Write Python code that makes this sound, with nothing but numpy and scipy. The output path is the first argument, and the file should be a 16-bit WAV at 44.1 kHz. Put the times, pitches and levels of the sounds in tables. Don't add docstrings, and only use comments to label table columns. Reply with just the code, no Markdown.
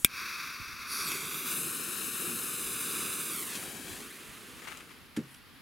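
import sys
import numpy as np
from scipy.fft import rfft, irfft
from scipy.io import wavfile
from scipy.ndimage import map_coordinates

SR = 44100
rng = np.random.default_rng(int(sys.argv[2]) if len(sys.argv) > 2 else 0)


def inscribe(sig):
    pcm = np.round(np.clip(np.atleast_2d(sig).T, -1, 1) * 32767)
    wavfile.write(sys.argv[1], SR, pcm.astype(np.int16))


N = 247702
TIME, BINS = np.arange(N) / SR, np.fft.rfftfreq(N, 1 / SR)


def amp(db):
    return 10 ** (np.asarray(db) / 20)


def unit(x):
    return x / np.sqrt(np.mean(x ** 2) + 1e-20)


def curve(rows, column=1):
    rows = np.array(rows)
    return np.interp(TIME, rows[:, 0], rows[:, column])


def colour(points):
    hz, db = np.transpose(points)
    return amp(np.interp(np.log(BINS + 1), np.log(hz), db))


def below(hz, order=8):
    return 1 / np.sqrt(1 + (BINS / hz) ** (2 * order))


def above(hz, order=8):
    return np.sqrt(1 - below(hz, order=order) ** 2)


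def noise(gain, spread):
    mid, side = rng.standard_normal((2, N))
    return unit(irfft(rfft([mid + spread * side, mid - spread * side]) * gain, N))


def waver(hz):
    return unit(irfft(rfft(rng.standard_normal(N)) * below(hz, order=2), N))


def pan(db):
    return amp(np.array([[.5], [-.5]]) * db)


def ramp(s, length):
    return np.clip((TIME - s) / length, 0, 1)


def arch(s, length):
    return np.sin(np.pi * ramp(s, length))


def burst(s, t60, rise):
    age = np.maximum(TIME - s, 0)
    return (1 - np.exp(-age / rise)) * np.exp(-np.log(1000) * np.minimum(age / t60, 10))


def ring(s, modes, rise=0.00002):
    age = np.arange(SR // 2) / SR
    sound = sum(amp(db) * np.exp(-np.log(1000) * age / t60) * np.sin(2 * np.pi * hz * age)
                for hz, db, t60 in modes)
    attack = 1 - np.exp(-age / rise)
    return np.pad(sound * attack, (round(s * SR), N))[:N]


def delayed(x, ms):
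    at = np.arange(N) - ms * SR / 1000
    return np.array([map_coordinates(channel, [at], order=3) for channel in x])


# t/s, snap/dB, case/dB, thump/dB, snap low-pass f/Hz
CLICKS = [(0.047, 2.5, -18, -17, 19000), (1.118, -16, -24.5, -50, 7500)]
# f/Hz, level/dB, t60/s
SNAP_MODES = [(1810, -57, 0.032), (3390, -8, 0.0052), (5360, -13, 0.0075), (7200, -18, 0.0067),
              (8740, -7.5, 0.0065), (9140, -19, 0.01), (11200, -7.5, .005), (12430, 0, 0.0027),
              (14950, -8.5, 0.0022)]
CASE_MODES = [(1590, -25, 0.15), (2330, -3.5, 0.018)]
HAND_MODES = [(100, -21, .02), (245, 3.5, 0.0097), (400, -19.5, 0.014)]

def trigger():
    slide = noise(above(9800, order=4) * below(7900, order=4), spread=0.14)
    out = slide * amp(-49.5) * (TIME < CLICKS[0][0])
    scatter_shape = colour([(300, -36), (1000, -40), (2300, 3.5), (4500, -15.5), (9000, -7), (15000, -13)])
    scatter = amp(-24.5) * noise(scatter_shape, spread=0.41)
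    for s, snap_db, case_db, thump_db, edge_hz in CLICKS:
        snap = ring(s, SNAP_MODES) + scatter * burst(s, t60=0.056, rise=0.00046)
        out += amp(snap_db) * irfft(rfft(snap) * below(edge_hz, order=2), N)
        out += amp(case_db) * ring(s, CASE_MODES)
        out += amp(thump_db) * ring(s + 0.001, HAND_MODES)
    return out * pan(1.0)


# f/Hz, level/dB
FIELD_SPECTRUM = [(50, -57), (130, 2), (260, 6), (420, -4), (650, -9.5), (1200, -1.5), (2700, -3.5),
                  (5200, -9.5), (5700, -15.5), (8500, -19.5), (11000, -11.5), (13500, -16.5), (15500, -20)]

def field():
    return noise(colour(FIELD_SPECTRUM), spread=0.49) * amp(-55 + .5 * waver(15))


# t/s, level/dB, t60/s
PUFFS = [(0.599, -34.5, .08), (.675, -46, 0.073), (.732, -48, 0.097), (.795, -45, .1), (3.89, -49, 0.41),
         (4.28, -51.5, 0.14)]

def wind():
    breeze = amp(-63.5 + 3 * waver(6.2))
    puffs = sum(amp(db) * burst(s, t60, rise=0.0032) for s, db, t60 in PUFFS)
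    rumble = noise(above(45, order=1) * below(113, order=3), spread=1.0)
    return rumble * (breeze + puffs) * pan(-1.3)


# f/Hz, level/dB, phase lead/degrees
SURFACE = [(200, 0, 0), (900, .7, 25), (2000, 1, 32), (4200, 0, 36), (6200, -3, 15), (8700, -4.5, 6),
           (11200, -3, -8), (14000, -2.5, 0)]
# t/s, lag/ms
SURFACE_LAG = [(1.15, .878), (1.4, .847), (1.7, .778), (2.4, .783), (2.7, .81), (3.27, .813), (3.4, .94),
               (3.6, 1.33), (3.95, 1.24), (4.13, .5)]

def surface_echo(direct):
    hz, db, lead = np.transpose(SURFACE)
    phase = np.radians(np.interp(BINS, hz, lead))
    response = amp(np.interp(BINS, hz, db)) * np.exp(1j * phase) * above(625, order=2)
    reflected = irfft(rfft(direct) * response, N)
    on_lighter, held_out, swung_back = 0.36, 0.61, 0.41
    strength = on_lighter + (held_out - on_lighter) * ramp(CATCH_S, JET_RISE_S)
    strength += (swung_back - held_out) * ramp(3.3, .25)
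    strength *= 1 - ramp(4.12, LEAVE_S)
    return strength * delayed(reflected, curve(SURFACE_LAG))


# f/Hz, level/dB
FLAME_SPECTRUM = [(100, -16), (400, -9.5), (820, -24.5), (1060, 0.5), (1600, 4.5), (2000, 0), (2600, 4),
                  (3000, -14.5), (3900, -2), (5800, -4.5), (7600, -19), (10200, -12), (15500, -15.5)]

def flame():
    pressed, let_go = CLICKS[0][0], CLICKS[1][0]
    gas = ramp(pressed + 0.01, 0.12) * (1 - ramp(let_go, 0.052))
    level_db = -39.5 - 4 * ramp(0.37, .25) + 0.85 * waver(38)
    return noise(colour(FLAME_SPECTRUM), spread=.14) * gas * amp(level_db) * pan(0.99)


CATCH_S, JET_RISE_S = 0.858, 0.31
# f/Hz, level/dB
FLARE_SPECTRUM = [(900, -2), (1150, 6), (2600, 7.5), (3100, -5.5), (4300, 4), (6000, 3), (7600, -2),
                  (9800, 0.5), (12000, 6), (15500, -13)]

def flare():
    envelope = ramp(CATCH_S, 0.07) * (1 - ramp(CATCH_S + 0.25, 0.2))
    return noise(colour(FLARE_SPECTRUM) * above(990), spread=0.096) * amp(-37) * envelope


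THROW_S, LEAVE_S, FADE_S, FADE_DB_PER_S = 4.006, 0.073, 4.73, 43
# f/Hz, level/dB
FUSE_SPECTRUM = [(60, -24.5), (170, -7.5), (380, -6), (560, -12.5), (820, -1.5), (1050, -0.5), (1600, -3.5),
                 (2700, -3), (4000, -10.5), (5500, -12.5), (7500, -6), (10300, -0.5), (13000, -8),
                 (15500, -12.5)]
# t/s, base level/dB, fizz lift/dB
BURN = [(1.2, -41.5, -1), (1.45, -40.5, -4), (1.48, -37.5, -2), (1.6, -41.5, 6), (1.84, -42.5, 3),
        (2.2, -41, 3.5), (2.46, -42.5, 5), (3.05, -39.5, 2), (3.08, -41, 4), (3.4, -41.5, 3.5),
        (3.45, -44, 3.5), (3.55, -40, -2.5), (3.61, -44.5, 1), (3.83, -47.5, -1.5), (3.91, -45.5, -1),
        (4.15, -48, -5), (4.55, -51, -6.5)]
# t/s, left-right of the fizz/dB
FUSE_PLACE = [(1.25, -0.5), (1.5, 1), (1.95, 3.5), (2.6, 1.3), (3.45, -0.5), (3.8, 4), (4.15, -0.8)]
# t/s, length/s, lift/dB
SURGES = [(1.48, 0.25, 3), (2.1, 0.35, 3.5), (2.876, 0.31, 4), (3.868, 0.14, 0)]
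# t/s, length/s, lift/dB
FLASHES = [(1.235, 0.36, 7.5), (1.85, .7, 1.5), (3.28, 0.25, 1)]

def fuse():
    shape, base_db, lift_db = colour(FUSE_SPECTRUM), curve(BURN), curve(BURN, column=2)
    away = ramp(THROW_S, LEAVE_S)
    surge_db = sum(db * arch(s, length) for s, length, db in SURGES)
    flash_db = sum(db * arch(s, length) for s, length, db in FLASHES)
    roar = noise(shape * below(530, order=5), spread=0.24)
    roar *= amp(-48.5 + surge_db - 8 * away + 1.37 * waver(26))
    rush = noise(shape * above(1075) * below(4600), spread=0.28) * amp(base_db - 4 + 0.55 * waver(42))
    hiss = noise(shape * above(3460) * below(6970), spread=0.037) * amp(base_db - 5 - 4 * away)
    fizz = noise(shape * above(7230) * below(10530), spread=0.014)
    top = noise(shape * above(11500), spread=0.4) * amp(flash_db + 0.5 * away)
    fizz = (fizz + top) * amp(base_db + lift_db - 3)
    side_db = curve(FUSE_PLACE)
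    jet = roar + rush * pan(1.83 * side_db) + hiss * pan(1.2 * side_db) + fizz * pan(side_db)
    distance_gain = amp(-FADE_DB_PER_S * np.maximum(TIME - FADE_S, 0))
    return jet * ramp(CATCH_S, JET_RISE_S) * distance_gain


# t/s, lag/ms, share of the direct sound
LIGHTER_ECHO = [(1.03, .2, .55), (1.09, .255, .5), (1.13, .36, .35), (1.2, .6, 0)]

def lighter_echo(direct):
    return curve(LIGHTER_ECHO, column=2) * delayed(direct, curve(LIGHTER_ECHO))


# f/Hz, level/dB
RUSTLE_SPECTRUM = [(200, -14), (700, -13.5), (1250, -2.5), (2500, -6), (3500, -14), (7000, -10),
                   (11000, -15), (15500, -24)]

def rustle_texture():
    shape = colour(RUSTLE_SPECTRUM)
    body = noise(shape * below(4140), spread=0.38)
    treble = noise(shape * above(2400), spread=0.15) * amp(0.5)
    crackle = unit(amp(3.8 * waver(400)))
    return body * crackle, treble * crackle


# t/s, length/s, level/dB, left-right/dB
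RUSTLES = [(3.47, 0.18, -58, -2), (3.88, 0.067, -58, -2), (4.568, 0.25, -48.5, 7), (4.872, 0.082, -57, 7)]
# t/s, level/dB, t60/s, treble lift/dB, left-right/dB
STALKS = [(3.552, -51.5, 0.091, 17, 3), (3.626, -35, 0.039, -12, 6), (4.6724, -42, 0.072, -15, 7),
          (4.7148, -48, 0.086, -16, 15), (4.7698, -52, 0.051, 2, 8), (4.799, -48, 0.14, -7.5, 4),
          (5.343, -49, 0.021, 4, -3)]

def rustles(body, treble):
    out = np.zeros((2, N))
    clumps = unit(amp(3 * waver(50)))
    for s, length, db, side_db in RUSTLES:
        out += amp(db) * arch(s, length) * clumps * (body + amp(-7) * treble) * pan(side_db)
    for s, db, t60, treble_db, side_db in STALKS:
        out += amp(db) * burst(s, t60, rise=0.00086) * (body + amp(treble_db) * treble) * pan(side_db)
    return out


# t/s, lag/ms, share of the direct sound
GROUND_ECHO = [(4.1, 5.2, 0), (4.3, 5.1, .3), (4.45, 4.65, .3), (4.6, 4.0, .25), (4.8, 3.2, 0)]

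def ground_echo(direct):
    return curve(GROUND_ECHO, column=2) * delayed(direct, curve(GROUND_ECHO))


# t/s, level/dB
KNOCKS = [(5.174, -22), (5.1831, -31)]
# f/Hz, level/dB, t60/s
THUD_MODES = [(133.8, -23, 0.45), (230, 0.5, 0.096), (291, 9, 0.043), (375, -12.5, 0.18)]

def landing(body, treble):
    hit_s = KNOCKS[0][0]
    touch_s = hit_s - .0105
    brush = amp(-31) * burst(touch_s, t60=0.046, rise=0.0044)
    settle = amp(-56.5) * burst(touch_s, t60=0.78, rise=.003)
    grass = (brush + settle) * (body + amp(-3) * treble)
    thud = sum(amp(db) * ring(s, THUD_MODES, rise=0.0047) for s, db in KNOCKS)
    tail = noise(above(110, order=3) * below(330, order=4), spread=0.17)
    return grass + thud + amp(-30) * tail * burst(hit_s, t60=0.19, rise=0.0084)


def last_fizz():
    shape = colour(FUSE_SPECTRUM) * above(8900, order=4) * below(12500)
    return noise(shape, spread=0.14) * amp(-60) * arch(5.25, .16)


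def scene():
    jet = fuse()
    sputter = amp(.5 * waver(20) + 0.72 * waver(530))
    powder = (jet + last_fizz() + flare()) * sputter
    direct = trigger() + flame() + powder + lighter_echo(powder)
    echoes = surface_echo(direct) + ground_echo(direct)
    texture = rustle_texture()
    return direct + echoes + rustles(*texture) + landing(*texture) + field() + wind()


def record(dry):
    clipped = np.clip(dry, -.85, .85)
    band = above(45, order=1) * below(15850, order=120)
    return irfft(rfft(clipped) * band, N)


dry = scene()
out = record(dry)
inscribe(out)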